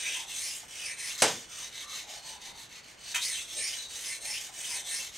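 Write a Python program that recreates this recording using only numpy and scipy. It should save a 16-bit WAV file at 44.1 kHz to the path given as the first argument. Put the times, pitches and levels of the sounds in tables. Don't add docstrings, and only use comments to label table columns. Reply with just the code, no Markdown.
import sys
import numpy as np
from scipy import signal
from scipy.fft import rfft, irfft, next_fast_len
from scipy.io import wavfile

SR = 44100
rng = np.random.default_rng(int(sys.argv[2]) if len(sys.argv) > 2 else 0)


def transcribe(u):
    v = np.clip(np.atleast_2d(u).T, -1, 1)
    q = np.round(v * 32767).astype(np.int16)
    wavfile.write(sys.argv[1], SR, q)


N = 228261


def gain_of(db):
    return 10 ** (np.asarray(db) / 20)


def evened(x):
    return x / np.sqrt(np.mean(x ** 2) + 1e-20)


def read(points, hz):
    f, value = np.transpose(points)
    return np.interp(np.log(hz + 1), np.log(f + 1), value)


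def add(mix, start_s, sound):
    part = mix[max(round(start_s * SR), 0):][:len(sound)]
    part += sound[:len(part)]


def colour(x, points):
    size = next_fast_len(len(x) + 4096)
    gains = gain_of(read(points, np.fft.rfftfreq(size, 1 / SR)))
    return irfft(rfft(x, size) * gains, size)[:len(x)]


def resonate(x, hz, width):
    turn = np.exp(2j * np.pi * np.cumsum(hz * np.ones(len(x))) / SR)
    r = np.exp(-np.pi * width / SR)
    smoothed = signal.lfilter([(1 - r) ** 2], [1, -2 * r, r * r], x / turn + 1e-18)
    return 2 * (turn * smoothed).real


def dying(t60s):
    hz, t, bands = signal.stft(rng.standard_normal(SR // 2), SR, nperseg=256)
    decay = gain_of(-60 * t / read(t60s, hz)[:, None])
    return signal.istft(bands * decay, SR, nperseg=256)[1][:SR // 2]


# (time [s], place on the bed [cm])
FIRST_PLACE = (-0.19, 14.2)
# (end time [s], place reached [cm],
# level before the mix [dB], share of the stroke spent speeding up [0-1], treble [dB], bass [dB])
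ARM_STROKES = [(0.264, 20.5, -37.5, 0.73, -1.5, 1), (0.672, 6.5, -39.5, 0.39, 2.5, -5),
               (0.96, 14.5, -42.5, 0.64, 0.6, 1.9), (1.179, 4, -39.5, 0.69, -0.3, -0.1),
               (1.476, 6.5, -33.6, 0.063, -0.3, -9), (1.713, 4, -40.5, 0.7, -2.3, -1.6),
               (1.871, 2.5, -42.5, 0.54, -1.5, 1.0), (2.066, 3, -39, 0.47, -0.5, 0),
               (2.218, 0.4, -42, 0.52, -2, -1.5), (2.398, 1.5, -43, 0.44, 0, -2),
               (2.535, 1.2, -45, 0.56, -2, 0.2), (2.689, 1.7, -48.5, 0.49, 1.5, 0),
               (2.826, 1.0, -47.5, 0.65, -2.3, 1.5), (2.968, -0.2, -53, 0.33, -1, 2),
               (3.141, 2, -38.5, 0.92, -1, -3.5), (3.472, 17, -38.5, 0.26, 2.5, -3),
               (3.881, 0.5, -36, 0.63, -1.8, -6), (4.203, 15, -41.5, 0.47, 3, 0.1),
               (4.515, 4.5, -38.5, 0.51, 0.8, -3.5), (4.835, 16.5, -39, 0.62, 3.4, -1.1),
               (5.121, 3, -38.5, 0.59, 1.3, -3), (5.3, 10, -43.5, 0.34, -0.0, -2)]
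LEFT_AT_TURN = 0.16
BITE_CM_PER_S = 57


def motion(lead_s=0.0056):
    end, reached, db, rise, treble, bass = np.transpose(ARM_STROKES)
    t = np.arange(N) / SR + lead_s
    turns = np.r_[FIRST_PLACE[0], end]
    places = np.r_[FIRST_PLACE[1], reached]
    lengths = np.diff(turns)
    fastest = turns[:-1] + lengths * np.clip(rise, .05, .95)
    marks = np.sort(np.r_[turns, fastest])
    stroke, part = np.divmod(np.interp(t, marks, np.arange(len(marks)) / 2), 1)
    place = np.interp(stroke + (1 - np.cos(np.pi * part)) / 2, np.arange(len(turns)), places)
    peak_cm_per_s = np.pi / 2 * abs(np.diff(places)) / lengths
    top_speed = np.interp(t, fastest, peak_cm_per_s) / BITE_CM_PER_S + 1e-6
    bite = np.tanh(top_speed * np.sin(np.pi * part)) / np.tanh(top_speed)
    loudness = gain_of(np.interp(t, fastest, db)) * (LEFT_AT_TURN + (1 - LEFT_AT_TURN) * bite)
    return place, loudness, np.interp(t, fastest, treble), np.interp(t, fastest, bass)


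def grit(per_s=5000, spread_db=1.5, judder_db=1.56, judder_hz=70):
    sizes = gain_of(spread_db * np.minimum(rng.exponential(1, N), 5)) * rng.choice([-1, 1], N)
    clicks = sizes * (rng.random(N) < per_s / SR)
    slow = signal.butter(2, judder_hz, fs=SR, output="sos")
    judder = evened(signal.sosfilt(slow, rng.standard_normal(N)))
    return evened(clicks * gain_of(judder_db * judder))


# (frequency [Hz], relative level per Hz [dB])
RASP_COLOUR = [(200, -35), (400, -19), (800, -9), (1300, -10.5), (1800, -1), (2900, 1), (4400, -0.5),
               (5400, -2), (6200, 5), (7000, 2), (8700, -0.5), (9600, -7.5), (11000, -9), (11800, -13),
               (12600, -7.5), (13600, -18.5), (16000, -18.5)]


def rasp(drive):
    _, loudness, treble, bass = motion()
    hiss = evened(colour(drive, RASP_COLOUR))
    top = colour(hiss, [(5500, -40), (6400, -8), (7600, 0)])
    bottom = colour(hiss, [(2600, 0), (3300, -8), (4000, -40)])
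    middle = hiss - top - bottom
    return loudness * (middle + top * gain_of(treble) + bottom * gain_of(bass))


# (frequency there [Hz], slide [octaves/cm],
# place [cm], reach [cm], relative level [dB])
SINGING_PLACES = [(2274, 0.0023, 14, 0.73, 10.5), (2415, -0.11, 11, 3.43, 8), (2840, 0.043, 20, 3.6, 6),
                  (3300, -0.0094, 23.5, 3.4, 11), (3490, -0.1, 9, 1.6, 3.5), (3860, 0.0015, 2.5, 1.6, 5),
                  (3790, -0.1, 15.5, 2.25, 6.5), (4280, 0.021, 0.64, 0.87, 6.5),
                  (5260, 0.024, 11.5, 2.23, 9.5), (5890, -0.036, 16.5, 4, 0), (8900, -0.057, 18, 2.0, 1),
                  (9270, -0.032, 12.5, 3.2, 9.5)]
WIDTH_HZ, WIDENING = 248, 0.7


def stone(hiss, stone_db=2.5):
    out, place = np.zeros(N), motion()[0]
    for hz, slide, centre, reach, db in SINGING_PLACES:
        away = place - centre
        note = resonate(hiss, hz * 2 ** (slide * away), WIDTH_HZ * (hz / 1000) ** WIDENING)
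        nearness = np.exp(-(away / reach) ** 2 / 2)
        out += gain_of(db + stone_db) * nearness * note
    return out


# (frequency [Hz], relative level [dB])
BED_MODES = [(105, -4), (237, -7), (442, 19.5), (515, 20.5), (545, 15), (622, 4), (726, 11), (763, -16),
             (875, -12), (1244, -69), (1572, -6), (1830, -9.5), (2175, 17.5), (2272, 14.5), (2720, 12),
             (2915, 15.5), (3120, -2), (3500, -33), (3842, 1), (3975, 4), (4250, -9), (4930, 13),
             (5660, 17.5), (6020, 17), (6330, 6.5), (6700, -31), (7620, -30), (8390, 17.5), (8950, 6),
             (10800, 6.5), (12500, -0.5)]


def bed_ring(damping=0):
    t, out = np.arange(SR // 2) / SR, np.zeros(SR // 2)
    for k, (hz, db) in enumerate(BED_MODES):
        t60 = .22 * (500 / hz) ** .2
        level_db = db - (60 / t60 + damping) * t
        out += (-1) ** k * gain_of(level_db) * np.sin(2 * np.pi * hz * t)
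    return out


def bed(hiss, ring_db=-8.0):
    ring = signal.fftconvolve(hiss, bed_ring(damping=1100))[:N]
    return gain_of(ring_db) * np.std(hiss) * evened(ring)


# (frequency [Hz], relative level per Hz [dB])
CLATTER_COLOUR = [(40, -50), (65, -38), (105, 1.5), (170, -8.5), (240, -3), (380, -6.5), (460, 5),
                  (760, 5.5), (1100, -1), (2500, -2.5), (4500, -5.5), (9200, -2), (10300, -9), (12700, -13),
                  (15000, -24)]
# (frequency [Hz], time to fall 60 dB [s])
CLATTER_T60 = [(100, 0.34), (250, 0.5), (600, 0.25), (2000, 0.33), (6000, 0.32), (12000, 0.09)]


def clatter():
    sound = colour(dying(CLATTER_T60), CLATTER_COLOUR)
    sound = sound * (1 - np.exp(-np.arange(len(sound)) / SR / .0008))
    sound = signal.sosfilt(signal.butter(2, 70, "high", fs=SR, output="sos"), sound)
    return sound / np.std(sound[:SR // 50])


# (time [s], level of the clatter [dB])
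BLOW = (1.22, -18.5)


def knock(ring_db=-6, width_db=-3):
    mid, side, ring = np.zeros(N), np.zeros(N), bed_ring()
    ring = ring / np.std(ring[:SR // 50])
    start_s, level_db = BLOW
    add(mid, start_s, gain_of(level_db) * (clatter() + gain_of(ring_db) * ring))
    add(side, start_s, gain_of(level_db + width_db) * clatter())
    return mid, side


# (time [s], length [s], level before the mix [dB], first frequency [Hz],
# last frequency [Hz], filter width [Hz])
EDGE_CATCHES = [(0.0, 0.22, -42.5, 2000, 3300, 700), (0.484, 0.13, -48.5, 8850, 7850, 4500),
                (0.628, 0.02, -56, 680, 660, 1100), (1.156, 0.062, -51.5, 1860, 1860, 1200),
                (3.135, 0.043, -32, 2700, 2700, 3420), (3.138, 0.047, -36.5, 6600, 6400, 4560),
                (3.136, 0.16, -39.5, 1580, 5900, 900), (3.303, 0.12, -44, 3980, 2080, 1020),
                (3.543, 0.13, -38.5, 8170, 9300, 1300), (3.69, 0.017, -53, 3070, 3070, 1500),
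                (3.745, 0.16, -46, 4000, 3850, 280), (4.331, 0.06, -44, 2400, 3200, 1100),
                (4.487, 0.019, -55, 600, 615, 1200), (4.636, 0.021, -44, 3200, 3220, 1550)]


def catches(drive):
    out, thin = np.zeros(N), colour(drive, [(250, -42), (750, 17)])
    for start_s, length_s, db, first_hz, last_hz, width in EDGE_CATCHES:
        part = thin[max(round(start_s * SR), 0):][:round(length_s * SR)]
        burst = resonate(part, np.linspace(first_hz, last_hz, len(part)), width)
        add(out, start_s, gain_of(db) * evened(burst * signal.windows.tukey(len(part), .7)))
    return out


# (start time [s], end time [s], first frequency [Hz],
# last frequency [Hz], level before the mix [dB])
DRAG_GROANS = [(0.127, 0.29, 1000, 780, -55), (1.454, 1.688, 1510, 950, -61.5),
               (1.815, 1.98, 1170, 1170, -58.5), (1.994, 2.225, 820, 730, -60),
               (2.15, 2.68, 880, 870, -59.5), (3.518, 3.626, 510, 503, -59), (4.138, 4.335, 390, 990, -60),
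               (4.628, 4.94, 1090, 565, -58)]


def groans(drive, width_hz=260, follow=0.36):
    out, drive = np.zeros(N), drive * motion()[1] ** follow
    for start, end, first_hz, last_hz, db in DRAG_GROANS:
        part = drive[round(start * SR):round(end * SR)]
        note = resonate(part, np.linspace(first_hz, last_hz, len(part)), width_hz)
        add(out, start, gain_of(db) * evened(note * signal.windows.tukey(len(part), .6)))
    return out


# (frequency [Hz], time to fall 60 dB [s])
WORKSHOP_T60 = [(200, 0.26), (1000, 0.22), (5000, 0.11), (12000, 0.09)]


def room(x, travel_hz=1.306):
    angle = 2 * np.pi * travel_hz * np.arange(N) / SR
    tails = [dying(WORKSHOP_T60) for _ in range(2)]
    out = np.zeros(N)
    for share, tail in zip([np.cos(angle), np.sin(angle)], tails):
        out += signal.fftconvolve(x * share, tail / np.linalg.norm(tail))[:N]
    return out


# (frequency [Hz], relative level per Hz [dB])
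AIR_COLOUR = [(12, -44), (20, -4.5), (59, -0.5), (110, -1.5), (166, -4), (300, -5), (900, -6), (1400, -7.5),
              (3000, -8), (8000, -42), (15000, -70)]


def air(air_db=-58.5):
    return gain_of(air_db) * evened(colour(rng.standard_normal(N), AIR_COLOUR))


# (frequency [Hz], gain of the side signal [dB])
SIDE_COLOUR = [(30, -44), (120, -23), (500, -14), (1000, -12), (2000, -12), (5000, -11), (8000, -11.5),
               (12000, -37)]
# (frequency [Hz], side over mid [dB])
AIR_SIDE_COLOUR = [(30, -34), (60, -27), (120, -15), (200, -8), (400, -2.5), (1300, -3.5)]


def scene(direct_db=-3, room_db=-3, rasp_db=-1.0):
    drive = grit()
    hiss = rasp(drive)
    ring = bed(hiss)
    rub = gain_of(rasp_db) * hiss + stone(rasp(grit())) + groans(grit()) + catches(drive)
    blow, blow_side = knock()
    mid = gain_of(direct_db) * rub + gain_of(room_db) * room(rub) + ring + blow + air()
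    side = colour(room(rub + ring) + blow_side, SIDE_COLOUR) + colour(air(), AIR_SIDE_COLOUR)
    return np.array([mid + side, mid - side])


def record(dry, balance_db=-0.2, edge_hz=15800):
    leaning = dry * gain_of([[balance_db], [-balance_db]])
    low_pass = signal.firwin(511, edge_hz, window=("kaiser", 9), fs=SR)
    return signal.oaconvolve(leaning, low_pass[None], "same")


dry = scene()
out = record(dry)
transcribe(out)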